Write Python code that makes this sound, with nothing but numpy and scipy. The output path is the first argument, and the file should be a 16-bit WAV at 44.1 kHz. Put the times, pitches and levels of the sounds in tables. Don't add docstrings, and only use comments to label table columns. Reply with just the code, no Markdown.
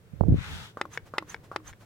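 import sys
import numpy as np
from scipy import signal
from scipy.fft import rfft, irfft
from scipy.io import wavfile
from scipy.ndimage import uniform_filter1d

SR = 44100
rng = np.random.default_rng(int(sys.argv[2]) if len(sys.argv) > 2 else 0)


def store_pcm(level_fs):
    pcm = np.round(np.clip(level_fs, -1, 1) * 32767).astype(np.int16)
    wavfile.write(sys.argv[1], SR, np.atleast_2d(pcm).T)


N = 81585
TIME = np.arange(N) / SR

# f/Hz, likeness (1 = the same)
NEAR_LIKENESS = [(100, 1), (1200, 0.72), (2500, 0.43), (5000, 0.45), (16000, 0)]
# f/Hz, level/dB
SOFT_CRACK = [(100, -10), (500, 8), (1400, 3), (2300, -11), (4000, -13.5), (8000, -20.5), (16000, -28)]


def amp(db):
    return 10 ** (np.asarray(db) / 20)


def unit(x):
    return x / np.sqrt(np.mean(x ** 2) + 1e-20)


def at_hz(points, hz):
    f, value = np.transpose(points)
    return np.interp(np.log(hz + 1), np.log(f + 1), value)


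def level(points):
    return amp(np.interp(TIME, *np.transpose(points)))


def swell(peak_s, rise_s, fall_s, squareness=2):
    width_s = np.where(TIME < peak_s, rise_s, fall_s)
    return np.exp(-abs((TIME - peak_s) / width_s) ** squareness / 2)


def wobble(smoothing, size=N):
    return unit(uniform_filter1d(rng.standard_normal(size), size=smoothing))


def pan(db):
    return unit(amp(np.array([[db], [-db]]) / 2))


def add(mix, s, sound):
    part = mix[:, max(round(s * SR), 0):][:, :sound.shape[1]]
    part += sound[:, :part.shape[1]]


def noise(tone, likeness=None, balance=None, size=N):
    hz = np.fft.rfftfreq(size, 1 / SR)
    left, other = rfft(rng.standard_normal((2, size)))
    shared = np.clip(at_hz(likeness, hz), -1, 1) if likeness else 0
    right = shared * left + np.sqrt(1 - shared ** 2) * other
    spectrum = np.array([left, right]) * amp(at_hz(tone, hz))
    if balance:
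        spectrum *= amp(np.outer([1, -1], at_hz(balance, hz)) / 2)
    return unit(irfft(spectrum, size))


def pen():
    # f/Hz, level/dB
    tone = [(20, -18), (60, -7), (105, 3.5), (170, -3.5), (260, -12), (450, -10), (800, -21), (1600, -23),
            (3000, -30), (6000, -37.5), (10000, -47.5), (16000, -38)]
    # t/s, level/dB
    volume = [(0, -59.5), (.3, -51), (.72, -55.5), (.86, -55), (1.3, -53), (1.68, -56), (1.78, -55.5),
              (1.85, -58.5)]
    # f/Hz, likeness
    likeness = [(30, 0.47), (110, 1), (400, 0.88), (1500, 0.025), (5000, 0), (16000, 0)]
    return noise(tone, likeness) * level(volume)


def microphone_hiss():
    # f/Hz, level/dB
    tone = [(100, 17), (1000, -13), (1800, -7), (4000, 5.5), (8000, 7.5), (16000, 3)]
    return amp(-73) * noise(tone)


def pen_echo(sound, t60=0.15, echo_db=-28.5, top_hz=2500, size=12000):
    t = np.arange(size) / SR
    dull = signal.lfilter(*signal.butter(1, top_hz, fs=SR), rng.standard_normal((2, size)))
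    tail = dull * amp(-60 * t / t60) * (t > .004)
    return amp(echo_db) * signal.fftconvolve(sound, tail / np.linalg.norm(tail[0]), axes=1)[:, :N]


def wind(size=2048):
    # f/Hz, level/dB
    tone = [(20, -22), (45, 1), (80, 8), (160, 1), (300, -14.5), (500, -18), (900, -38), (2000, -85),
            (16000, -100)]
    # t/s, level/dB
    left = [(0, -79), (.12, -66), (.2, -59), (.265, -50), (.305, -16), (.345, -25.5), (.375, -31),
            (.44, -46.5), (.53, -39), (.62, -44), (.72, -75)]
    # t/s, level/dB
    right = [(0, -61), (.11, -57), (.138, -40.5), (.185, -44.5), (.22, -18.5), (.26, -20.5), (.33, -19.5),
             (.385, -40), (.45, -49.5), (.51, -36), (.61, -46), (.72, -65)]
    # peak t/s, level/dB, width/s
    swirls = [(1.03, -51, 0.014), (1.39, -54, 0.0083), (1.69, -51.5, 0.043)]
    # f/Hz, level/dB
    swirl_tone = [(20, 7), (50, 13), (100, 9.5), (180, -26), (400, -37), (2000, -80)]
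    # t/s, level/dB, low edge f/Hz, high edge f/Hz, balance/dB
    slaps = [(.137, -30.5, 129, 169, -25.5), (0.21, -11, 663, 800, -47.5), (0.2113, -8, 110, 220, -58),
             (0.2368, -21.5, 600, 850, -40.5), (0.2855, -8.5, 160, 270, -35), (0.292, -15, 150, 220, -0.5),
             (0.3081, -18.5, 130, 280, 23), (0.323, -14.5, 150, 340, 9), (0.331, -18, 120, 170, -23),
             (0.3433, -9.5, 87, 400, 34), (0.3575, -21.5, 130, 260, -13), (0.386, -21.5, 97, 216, 34),
             (0.41, -28, 84, 180, 32)]
    out = noise(tone) * np.array([level(left), level(right)])
    out += noise(swirl_tone) * sum(amp(db) * swell(s, width, width) for s, db, width in swirls)
    pressure_step = -np.ones(size)
    for s, db, low_hz, high_hz, side_db in slaps:
        slap = signal.sosfilt(signal.butter(2, low_hz, "highpass", fs=SR, output="sos"), pressure_step)
        slap = signal.sosfilt(signal.butter(4, high_hz, fs=SR, output="sos"), slap)
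        start_s = s - 1 / (2 * high_hz)
        add(out, start_s, amp(db) * pan(side_db) * slap / abs(slap).max())
    return out


def sleeve(early_s=0.42, late_s=.56, grain_db=-1.0):
    # t/s, level/dB
    volume = [(.28, -72), (.335, -60), (.38, -47), (.44, -41), (.46, -43.5), (.54, -42.5), (.655, -47),
              (.71, -56.5), (.76, -85)]
    # f/Hz, level/dB
    early_tone = [(350, -45), (600, -16), (1410, 1.5), (1850, -2), (2180, -1.5), (3210, -7.5), (3630, -5),
                  (4650, -17.5), (5870, -17.5), (16000, -35)]
    # f/Hz, level/dB
    late_tone = [(350, -47), (600, -14.5), (931, -6.5), (1080, -12), (1290, -4.5), (1660, -6), (2540, -12),
                 (3340, -4), (4280, -12), (15100, -29.5), (16000, -26)]
    # f/Hz, likeness
    likeness = [(100, .2), (640, 1), (1410, 0.1), (3100, -0.65), (6800, 0.3), (16000, -0.5)]
    # f/Hz, balance/dB
    balance = [(100, -20), (700, 0.5), (1300, 2), (2400, 6.5), (4400, 1), (8000, 3.5), (15000, -4)]
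    blend = np.clip((TIME - early_s) / (late_s - early_s), 0, 1)
    rub = np.sqrt(1 - blend) * noise(early_tone, likeness, balance)
    rub += np.sqrt(blend) * noise(late_tone, likeness, balance)
    return rub * level(volume) * amp(grain_db * wobble(smoothing=90))


def grip():
    # peak t/s, level/dB, rise/s, fall/s
    slides = [(1.069, -54, .01, 0.017), (1.443, -54.5, 0.0067, 0.02), (1.814, -54.5, 0.01, 0.027)]
    tone = [(100, 11), (1200, 4), (3000, -4.5), (7000, -10), (16000, -18)]  # f/Hz, level/dB
    volume = sum(amp(db) * swell(s, rise, fall) for s, db, rise, fall in slides)
    return noise(tone, NEAR_LIKENESS) * volume


def squeak(peak_s, waver=0.0117, right_lag_s=.000035):
    # t/s from the peak of the airflow, f/Hz, level/dB
    path = [(-.026, 6150, -34), (-.016, 6200, -12.5), (-.009, 6270, 1), (-.003, 6300, -13),
            (.003, 6650, -14.5), (0.021, 6750, -20), (.034, 6950, -41)]
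    s, hz, db = np.transpose(path)
    pitch = np.interp(TIME - peak_s, s, hz) * (1 + waver * wobble(smoothing=40))
    volume = amp(np.interp(TIME - peak_s, s, db, left=-120, right=-120))
    cycles = np.cumsum(pitch) / SR - pitch * np.array([[0], [right_lag_s]])
    return np.sqrt(2) * volume * np.sin(2 * np.pi * cycles)


def valve():
    # peak t/s, hiss level/dB, rise/s, fall/s, squeak level/dB
    gulps = [(0.947, -47, 0.021, 0.018, -45.5), (1.31, -47, .02, 0.025, -40.5),
             (1.688, -48.5, 0.024, 0.019, -42.5)]
    # f/Hz, level/dB
    tone = [(100, 4), (500, -9.5), (1000, 3.5), (1700, 5), (2600, -2.5), (3500, -3.5), (4700, -9),
            (6500, -6), (9000, -12), (13000, -16.5), (16000, -17)]
    flow = sum(amp(db) * swell(s, rise, fall, squareness=2.05) for s, db, rise, fall, _ in gulps)
    air = noise(tone, NEAR_LIKENESS) * flow
    whistle = sum(amp(db) * squeak(s) for s, _, _, _, db in gulps)
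    return air + whistle * pan(db=-7)


def bottle(start_hz=339, sag_hz_per_s=482, db=-38.5, t60=0.26, rise_s=0.044, waver=0.032, size=5000):
    t = np.arange(size) / SR
    pitch = (start_hz - sag_hz_per_s * t) * (1 + waver * wobble(smoothing=400, size=size))
    volume = np.minimum(t / rise_s, 1) * amp(db - 60 * t / t60)
    return volume * np.sin(2 * np.pi * np.cumsum(pitch) / SR) * pan(db=0)


def scrape(db=-43.5, length_s=0.059, sag_db=-13, size=4096):
    # f/Hz, level/dB
    tone = [(100, -39), (500, -13), (850, -5.5), (1130, -6.5), (1400, -1.5), (1800, -18.5), (2600, -28.5),
            (4200, -31), (7000, -36), (16000, -44)]
    progress = np.arange(size) / SR / length_s
    shape = np.interp(progress, [0, .1, 1, 1.15], [0, 1, 1, 0])
    return noise(tone, NEAR_LIKENESS, size=size) * shape * amp(db + sag_db * progress)


def hit(notes, crack_tone, crack_db, crack_t60, attack_s, treble_db=0, size=4096):
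    # f/Hz, balance/dB
    balance = [(100, 2), (400, -4.5), (800, -.5), (1300, .5), (2300, -3), (3700, -7), (5000, -3.5),
               (8000, 1.5), (16000, -11)]
    crack_rise_s, right_lag_s, treble_hz = 0.0013, .00004, 2160
    t = np.arange(size) / SR
    age = np.maximum(t - np.array([[0], [right_lag_s]]), 0)
    ring = np.zeros((2, size))
    for k, (hz, db, t60) in enumerate(notes):
        boost_db = treble_db * hz ** 2 / (hz ** 2 + treble_hz ** 2)
        wave = (-1) ** k * np.sin(2 * np.pi * hz * age)
        ring += wave * amp(db + boost_db - 60 * age / t60) * pan(at_hz(balance, hz))
    crack = noise(crack_tone, NEAR_LIKENESS, balance, size=size)
    crack *= amp(crack_db + treble_db - 60 * t / crack_t60) * (1 - np.exp(-t / crack_rise_s))
    fade_in = 1 - np.exp(-(t / attack_s) ** 2)
    return (ring + crack) * fade_in


def rebounds():
    # t/s, level/dB
    bounces = [(.853, -22.5), (1.224, -26.5), (1.601, -39)]
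    # f/Hz, level/dB, t60/s
    notes = [(323, -3.5, 0.0077), (607, -24, 0.019), (1080, -7, 0.025), (1430, -17, 0.019)]
    out = np.zeros((2, N))
    for s, db in bounces:
        tap = hit(notes, SOFT_CRACK, crack_db=-14, crack_t60=0.023, attack_s=0.00064)
        add(out, s, amp(db) * tap * pan(db=2.5))
    return out


def knocks():
    # t/s, level/dB
    squeezes = [(0.7709, -23), (1.1373, -23), (1.5146, -24.5)]
    # f/Hz, level/dB, t60/s
    notes = [(212, -6, 0.0089), (554, 4, 0.0087), (1163, -2, .02), (1464, -8.5, 0.011), (1910, -22, 0.015)]
    out = np.zeros((2, N))
    for s, db in squeezes:
        knock = hit(notes, SOFT_CRACK, crack_db=-10.5, crack_t60=0.017, attack_s=0.0011)
        add(out, s, amp(db) * knock * pan(db=2) + scrape())
    return out


def return_clicks():
    # t/s, level/dB
    clicks = [(0.9742, -20), (.994, -52), (1.3438, -22.5), (1.363, -44), (1.728, -41.5), (1.7336, -40.5)]
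    # f/Hz, level/dB, t60/s
    notes = [(125, -32, 0.019), (470, -14, 0.042), (947, -4.5, 0.0082), (1585, -1, 0.014),
             (1854, -8, 0.012), (2214, -4, 0.02), (2916, -20, 0.03), (3490, -7.5, 0.0088),
             (5280, -11.5, 0.0077)]
    # f/Hz, level/dB
    crack = [(100, 3), (800, 1), (2000, 4.5), (3500, -4.5), (6000, -13), (9000, -24), (16000, -25)]
    out = np.zeros((2, N))
    for s, db in clicks:
        click = hit(notes, crack, crack_db=-5, crack_t60=.016, attack_s=0.00062)
        add(out, s, amp(db) * click * pan(db=5))
    return out


def clacks(latch_delay_s=0.001425):
    # t/s, level/dB, treble boost/dB, latch boost/dB
    blows = [(0.8124, -10, -3.5, 1), (1.1814, -11, 3, 0.5), (1.5606, -11, -1.5, -4.5)]
    # f/Hz, level/dB, t60/s
    stop_notes = [(880, 3.5, 0.0027), (367, -9, 0.014), (845, -14, 0.026), (1192, -8.5, 0.014),
                  (1400, -9, 0.015), (533, -21.5, 0.035), (3136, -25, 0.013), (4890, -25, 0.015),
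                  (5550, -25.5, 0.021)]
    # f/Hz, level/dB, t60/s
    latch_notes = [(1800, -7.5, 0.0092), (2053, -13, 0.024), (2531, -22, 0.027), (3658, -15.5, 0.018),
                   (4044, -24, 0.021), (5047, -24, 0.025), (6540, -39, 0.031), (9100, -56, 0.0088)]
    # f/Hz, level/dB
    crack = [(100, -40), (350, -2.5), (1200, -3.5), (2200, 1), (4000, -7), (6000, -16), (8500, -17),
             (12000, -29), (16000, -39)]
    out = np.zeros((2, N))
    for s, db, treble, latch_db in blows:
        stop = hit(stop_notes, crack, crack_db=-10, crack_t60=.02, attack_s=0.00074, treble_db=treble)
        add(out, s, amp(db) * stop * pan(db=3))
        add(out, s, bottle())
        latch = hit(latch_notes, crack, crack_db=-8, crack_t60=.0077, attack_s=.00022, treble_db=treble)
        add(out, s + latch_delay_s, amp(db + latch_db) * latch * pan(db=6.5))
    return out


def scene():
    milker = knocks() + clacks() + rebounds() + return_clicks() + valve() + grip()
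    background = pen() + microphone_hiss()
    return background + milker + pen_echo(milker) + sleeve() + wind()


def record(dry, cutoff_hz=16100):
    lowpass = signal.firwin(511, cutoff_hz, window=("kaiser", 9), fs=SR)
    return signal.oaconvolve(dry, lowpass[None], "same")


dry = scene()
out = record(dry)
store_pcm(out)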